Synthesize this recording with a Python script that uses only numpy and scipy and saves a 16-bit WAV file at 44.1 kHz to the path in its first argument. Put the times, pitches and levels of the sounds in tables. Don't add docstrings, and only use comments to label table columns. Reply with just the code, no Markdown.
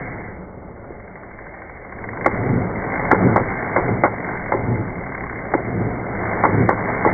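import sys
import numpy as np
from scipy import signal
from scipy.fft import rfft, irfft, next_fast_len
from scipy.io import wavfile
from scipy.ndimage import uniform_filter1d, map_coordinates

SR = 44100
rng = np.random.default_rng(int(sys.argv[2]) if len(sys.argv) > 2 else 0)


def pcm_store(signal):
    levels = np.round(np.clip(np.atleast_2d(signal), -1, 1) * 32767)
    wavfile.write(sys.argv[1], SR, levels.astype(np.int16).T)


def amplitude_ratio(level_db):
    exponent = np.asarray(level_db, float) / 20
    return 10 ** exponent


N = 314433

# (frequency [Hz], density [dB per Hz])
AIR_SPECTRUM = [(12, -47), (20, -4.5), (329, -2.5), (562, 9), (699, -2.5), (887, -9.5), (1320, -20),
                (2120, -5.5), (2300, -19.5), (2990, -44), (5060, -120)]
# (frequency [Hz], density [dB per Hz])
BENCH_SPECTRUM = [(15, -8.0), (30, -4), (50, 0), (80, 0.5), (110, -38), (200, -120)]
# (time [s], speed [turns/s])
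SHAFT_SPEED = [(0, 12.78), (.848, 12.69), (1.898, 13.18), (2.248, 29.21), (2.398, 33.18), (2.948, 53.04),
               (3.398, 56.18), (3.548, 58.14), (4.048, 49.21), (4.648, 43.99), (5.098, 35.16),
               (5.598, 29.75), (5.898, 43.77), (6.198, 48.34), (6.898, 64.38), (7.13, 67.31)]
# (position [turns], level [dB])
GEAR_CONTACTS = [(0, 2.5), (0.33, -12), (0.601, -10.5)]
# (frequency [Hz], width [Hz], level [dB])
HOUSING_MODES = [(780, 25, -1.5), (895, 19, -8), (1050, 160, -4.5), (1465, 36, -2.5), (1548, 71, -0.5),
                 (1905, 230, -4.5), (1949, 30, 2), (2091, 108, 1)]
# (time [s], rub = pressure on the valve [dB], whirr drive [dB], tick over whirr [dB])
HAND_EFFORT = [(0, -34, -31, -3), (.28, -38.5, -36, -12), (.52, -43, -56.5, -1), (.95, -42, -47.5, 5),
               (1.5, -41.5, -39.5, 3), (1.86, -41.5, -40, 7), (2.08, -34.5, -40.5, 11.5),
               (2.22, -32.5, -38.5, 15), (2.33, -29, -29, 6), (2.72, -30, -35.5, 2.5),
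               (2.94, -27.5, -29.5, 4.5), (3.22, -22, -29.5, 3.5), (3.58, -30, -29.5, 2),
               (3.85, -25, -28, 1.5), (4.06, -33.5, -35.5, 3), (4.3, -30, -31, 4.5), (4.92, -33, -37.5, 2),
               (5.22, -34.5, -35.5, 8), (5.6, -30.5, -32, -3), (6.04, -30, -35, -2.5),
               (6.31, -25, -30.5, 7), (6.63, -27.5, -26, -2), (6.74, -29.5, -36, 7), (6.9, -25, -26.5, -1),
               (7.13, -25, -27, 1.5)]
# (landing time [s], swell peak [dB], seat boom over swell [dB])
GRIND_SWELLS = [(2.259, -19.5, -10.5), (3.112, -16.5, -9), (3.76, -25, -6.5), (4.521, -25, 2),
                (5.538, -24, -9), (6.435, -16.5, -9), (7.05, -20.5, -3)]
# (frequency [Hz], width [Hz], level [dB])
SEAT_MODES = [(107.4, 27, -0.5), (182.6, 21, 4.5), (228.3, 63.5, 1.5), (314, 186, -1), (465.6, 118, -2.5)]
# (frequency [Hz], density [dB per Hz])
RUB_SPECTRUM = [(150, -27.5), (250, -6.5), (323, -2), (498, 0.5), (606, 1.5), (736, 0), (1270, -7),
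                (1500, -7), (1950, -47.5), (3300, -120)]
# (frequency [Hz], width [Hz], level [dB])
STEM_MODES = [(402, 19, -4), (576.7, 32, 5.5), (717.5, 28, -4.5), (757, 6.4, 4.5), (855, 4.2, 7),
              (1053, 25, 5.5)]
# (time [s], peak [dB], hardness [0-1], t60 of the rattle force [s])
CAM_KNOCKS = [(0.903, -23, 0, 0.06), (2.247, -23, 0.8, 0.092), (2.2602, 0.24, 0.94, 0.033),
              (2.272, -9, 0.07, 0.11), (3.1124, 1, 1, 0.078), (3.126, -2, 0.14, 0.046),
              (3.144, -7, 0.82, 0.085), (3.3601, -0.45, 0.88, 0.053), (3.375, -6.5, 0.6, 0.078),
              (3.397, -15, .55, 0.068), (3.7613, -0.5, 0.97, 0.051), (3.769, -5, .4, 0.011),
              (3.78, -8.5, 0.43, 0.1), (3.805, -22, 0.4, .04), (4.0359, -1.65, 0.87, 0.04),
              (4.048, -6.5, 0.7, 0.048), (4.055, -7, 0.76, 0.12), (4.077, -13.5, 0.83, 0.053),
              (4.5197, -2.5, 0.87, 0.072), (4.536, -8.5, 0.28, 0.18), (5.5373, -4.5, 1, 0.028),
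              (5.548, -4.5, 0.04, 0.053), (6.4364, -.5, 0.78, 0.094), (6.451, -1, 0.72, 0.052),
              (6.462, -13.5, 0.58, 0.39), (6.6893, 0.1, 0.87, 0.071), (6.707, -8, 0.77, 0.096),
              (6.727, -11.5, 0.5, 0.038), (7.048, -1, 0.78, 0.062), (7.06, -2, 0.1, 0.12),
              (7.074, -9, 1, 0.13), (7.09, -14.5, .9, 0.031)]
# (frequency [Hz], width [Hz], level [dB])
HEAD_MODES = [(277, 192, 4.5), (363.3, 97, 11), (527, 94, 6), (798, 195, -3.5), (861, 134, 3),
              (1132, 100, -5), (1304, 110, -4), (1389, 110, 1), (1590, 280, -2), (2110, 138, 2)]
# (frequency [Hz], width [Hz], level [dB])
SNAP_MODES = [(790, 650, -11), (1740, 1700, -27.5)]

BAND_LIMIT_HZ = 2304.6
AIR_DB = -44.5
BENCH_DB, BENCH_DB_PER_GRIND_DB, BENCH_SWAY_DB, BENCH_EVEN_S = -39.5, 0.45, 2.5, 0.054
START_TURNS = 0.275
TICK_MASK_DB_PER_DB = 0.8
SWELL_DELAY_TURNS, SWELL_ROUND_TURNS = 8.98, 0.97
RISE_DB_PER_TURN, FALL_DB_PER_TURN = 2.5, 2.75
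LIFT_TURNS, LIFT_DB = 7.5, -3.5
GRIND_DB, GRIND_DB_PER_RUB_DB = -31.5, 0.77
SETTLE_DB, SETTLE_S = -34.5, 0.71
ENGAGE_S, ENGAGE_RISE_S, IDLE_DB = 1.92, 0.03, -9.5
SOFT_THUD_DB, HARD_THUD_DB = 0, -21.5
SOFT_CLACK_DB, HARD_CLACK_DB = -30.5, -2
SNAP_DB_PER_HARDNESS = 8


def unit(x):
    return x / np.sqrt(np.mean(x ** 2) + 1e-20)


def curves(rows):
    time_s, *columns = np.transpose(rows)
    return [np.interp(np.arange(N) / SR, time_s, column) for column in columns]


def wobble(knots_per_s):
    knots = rng.standard_normal(int(N * knots_per_s / SR) + 4)
    return map_coordinates(knots, [np.arange(N) * knots_per_s / SR])


def filtered(x, response):
    size = next_fast_len(x.shape[-1] + 8192)
    spectrum = rfft(x, size) * response(np.fft.rfftfreq(size, 1 / SR))
    return irfft(spectrum, size)[..., :x.shape[-1]]


def modes(rows):
    def response(f):
        total = 0
        for k, (hz, width_hz, db) in enumerate(rows):
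            damping = 1j * f * width_hz
            total = total + (-1) ** k * amplitude_ratio(db) * damping / (hz * hz - f * f + damping)
        return total
    return response


def hiss(spectrum):
    hz, db = np.transpose(spectrum)
    noise = rng.standard_normal(N)
    return unit(filtered(noise, lambda f: amplitude_ratio(np.interp(np.log(f + 1), np.log(hz + 1), db))))


def bursts(at, gain, t60_s):
    tail = amplitude_ratio(-60 * np.arange(SR // 10) / SR / t60_s)
    return signal.fftconvolve(np.bincount(at, gain, N + SR)[:N], tail)[:N]


def steadied(x, seconds):
    size = int(seconds * SR)
    power = uniform_filter1d(uniform_filter1d(x * x, size), size)
    return x / np.sqrt(np.abs(power) + 1e-12)


def turns():
    return START_TURNS + np.cumsum(curves(SHAFT_SPEED)[0]) / SR


def swells():
    made = turns()
    swell, boom, lift_db = np.zeros(N), np.zeros(N), np.zeros(N)
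    for landing_s, peak_db, boom_db in GRIND_SWELLS:
        since = made - made[round(landing_s * SR)]
        late = since - SWELL_DELAY_TURNS
        slope = np.where(late < 0, RISE_DB_PER_TURN, FALL_DB_PER_TURN)
        distance = np.hypot(late, SWELL_ROUND_TURNS) - SWELL_ROUND_TURNS
        gain = amplitude_ratio(peak_db - slope * distance)
        swell += gain
        boom += amplitude_ratio(boom_db) * gain
        lift_db += LIFT_DB * np.exp(-(since / LIFT_TURNS) ** 2)
    return swell, boom, amplitude_ratio(lift_db)


def workshop_air():
    return amplitude_ratio(AIR_DB) * hiss(AIR_SPECTRUM)


def bench(grind_db):
    follow_db = BENCH_DB_PER_GRIND_DB * (grind_db - grind_db.mean())
    level_db = BENCH_DB + follow_db + BENCH_SWAY_DB * wobble(8.6)
    return amplitude_ratio(level_db) * steadied(hiss(BENCH_SPECTRUM), BENCH_EVEN_S)


def drive(whirr_db, tick_db):
    made = turns()
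    whole = np.arange(made[-1])
    rattle, taps = np.zeros(N), np.zeros(N + 1)
    for position, db in GEAR_CONTACTS:
        at = np.searchsorted(made, whole + position)
        size = amplitude_ratio(db + 0.5 * rng.standard_normal(len(at)))
        rattle += bursts(at, size, t60_s=0.018)
        taps[at] += 7.1 * size

    whirr = amplitude_ratio(-1.5 + 0.48 * wobble(25)) * rng.standard_normal(N)
    whirr = filtered(whirr, lambda f: 1 / (1 + (1250 / (f + 1)) ** 4))
    ticks = amplitude_ratio(tick_db) * (taps[:N] + rattle * rng.standard_normal(N))
    ticks += 2 * amplitude_ratio(-5) * filtered(ticks, lambda f: 1 / (1 + (f / 1300) ** 4))

    housing = modes(HOUSING_MODES)
    noise_rms = np.std(filtered(rng.standard_normal(N), housing))
    return amplitude_ratio(whirr_db) * filtered(whirr + ticks, housing) / noise_rms


def grind(grind_db, rub_db, boom):
    slips_made = np.cumsum(117 * amplitude_ratio(1.5 * wobble(40))) / SR
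    slips = np.flatnonzero(np.diff(np.floor(slips_made)))
    pushes = np.zeros(N)
    pushes[slips] = amplitude_ratio(4.2 * rng.standard_normal(len(slips)))
    load = amplitude_ratio(1.5 * np.cos(2 * np.pi * (turns() - 0.3)))
    rough = load * (unit(pushes) + 0.71 * rng.standard_normal(N))

    seat = modes(SEAT_MODES)
    low = filtered(rough, lambda f: seat(f) / (1 + 1j * f / 600) ** 2)
    low = steadied(low, seconds=0.097)
    deep = steadied(filtered(low, modes(SEAT_MODES[:1])), seconds=0.031)

    stem = modes(STEM_MODES)
    rub = filtered(amplitude_ratio(1.5 * wobble(45)) * hiss(RUB_SPECTRUM), lambda f: 1 + stem(f))
    return amplitude_ratio(grind_db) * low + boom * deep + amplitude_ratio(rub_db) * unit(rub)


def knocks():
    out, t = np.zeros(N + SR), np.arange(SR // 6) / SR
    blow = np.exp(-(t / 0.0002 - 2) ** 2)
    blow = blow / blow.sum()
    for time_s, peak_db, hard, t60_s in CAM_KNOCKS:
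        thud_db = SOFT_THUD_DB + hard * (HARD_THUD_DB - SOFT_THUD_DB)
        clack_db = SOFT_CLACK_DB + hard * (HARD_CLACK_DB - SOFT_CLACK_DB)
        head = []
        for hz, width_hz, db in HEAD_MODES:
            weight_db = np.interp(hz, [345.6, 700, 1100, 1560], [thud_db, 0, 0, clack_db])
            head.append((hz, width_hz, db + weight_db))

        rattle = 0.052 * amplitude_ratio(-60 * t / t60_s) * rng.standard_normal(len(t))
        snap = amplitude_ratio(SNAP_DB_PER_HARDNESS * hard) * filtered(blow, modes(SNAP_MODES))
        sound = filtered(rattle - blow, modes(head)) + snap
        sound = filtered(sound, lambda f: (f < BAND_LIMIT_HZ) / (1 + 1j * f / 3000) ** 2)
        sound = np.tanh(0.96 * sound / np.abs(sound).max())
        start = round(time_s * SR)
        out[start:start + len(t)] += amplitude_ratio(peak_db) * sound / np.abs(sound).max()
    return out[:N]


def scene():
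    rub_db, whirr_db, tick_db = curves(HAND_EFFORT)
    swell, boom, lift = swells()
    t = np.arange(N) / SR
    idle_db = IDLE_DB / (1 + np.exp(np.clip((t - ENGAGE_S) / ENGAGE_RISE_S, -50, 50)))
    pressure_db = GRIND_DB_PER_RUB_DB * (rub_db - rub_db.mean())
    settling = amplitude_ratio(SETTLE_DB) * np.exp(-t / SETTLE_S)
    steady = lift * amplitude_ratio(GRIND_DB + idle_db + pressure_db) + settling
    grind_db = 20 * np.log10(steady + swell)
    swell_excess_db = grind_db - 20 * np.log10(steady)
    tick_db = tick_db - TICK_MASK_DB_PER_DB * swell_excess_db

    background = workshop_air() + bench(grind_db)
    tool = drive(whirr_db, tick_db) + grind(grind_db, rub_db, boom) + knocks()
    return (background + tool)[None]


def band_limit(x):
    return signal.sosfilt(signal.butter(12, 3240, fs=SR, output="sos"), x)


def record(dry):
    mix = filtered(dry, lambda f: 1 / (1 + np.exp(np.clip((f - BAND_LIMIT_HZ) / 12, -50, 50))))
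    return band_limit(mix)


dry = scene()
out = record(dry)
pcm_store(out)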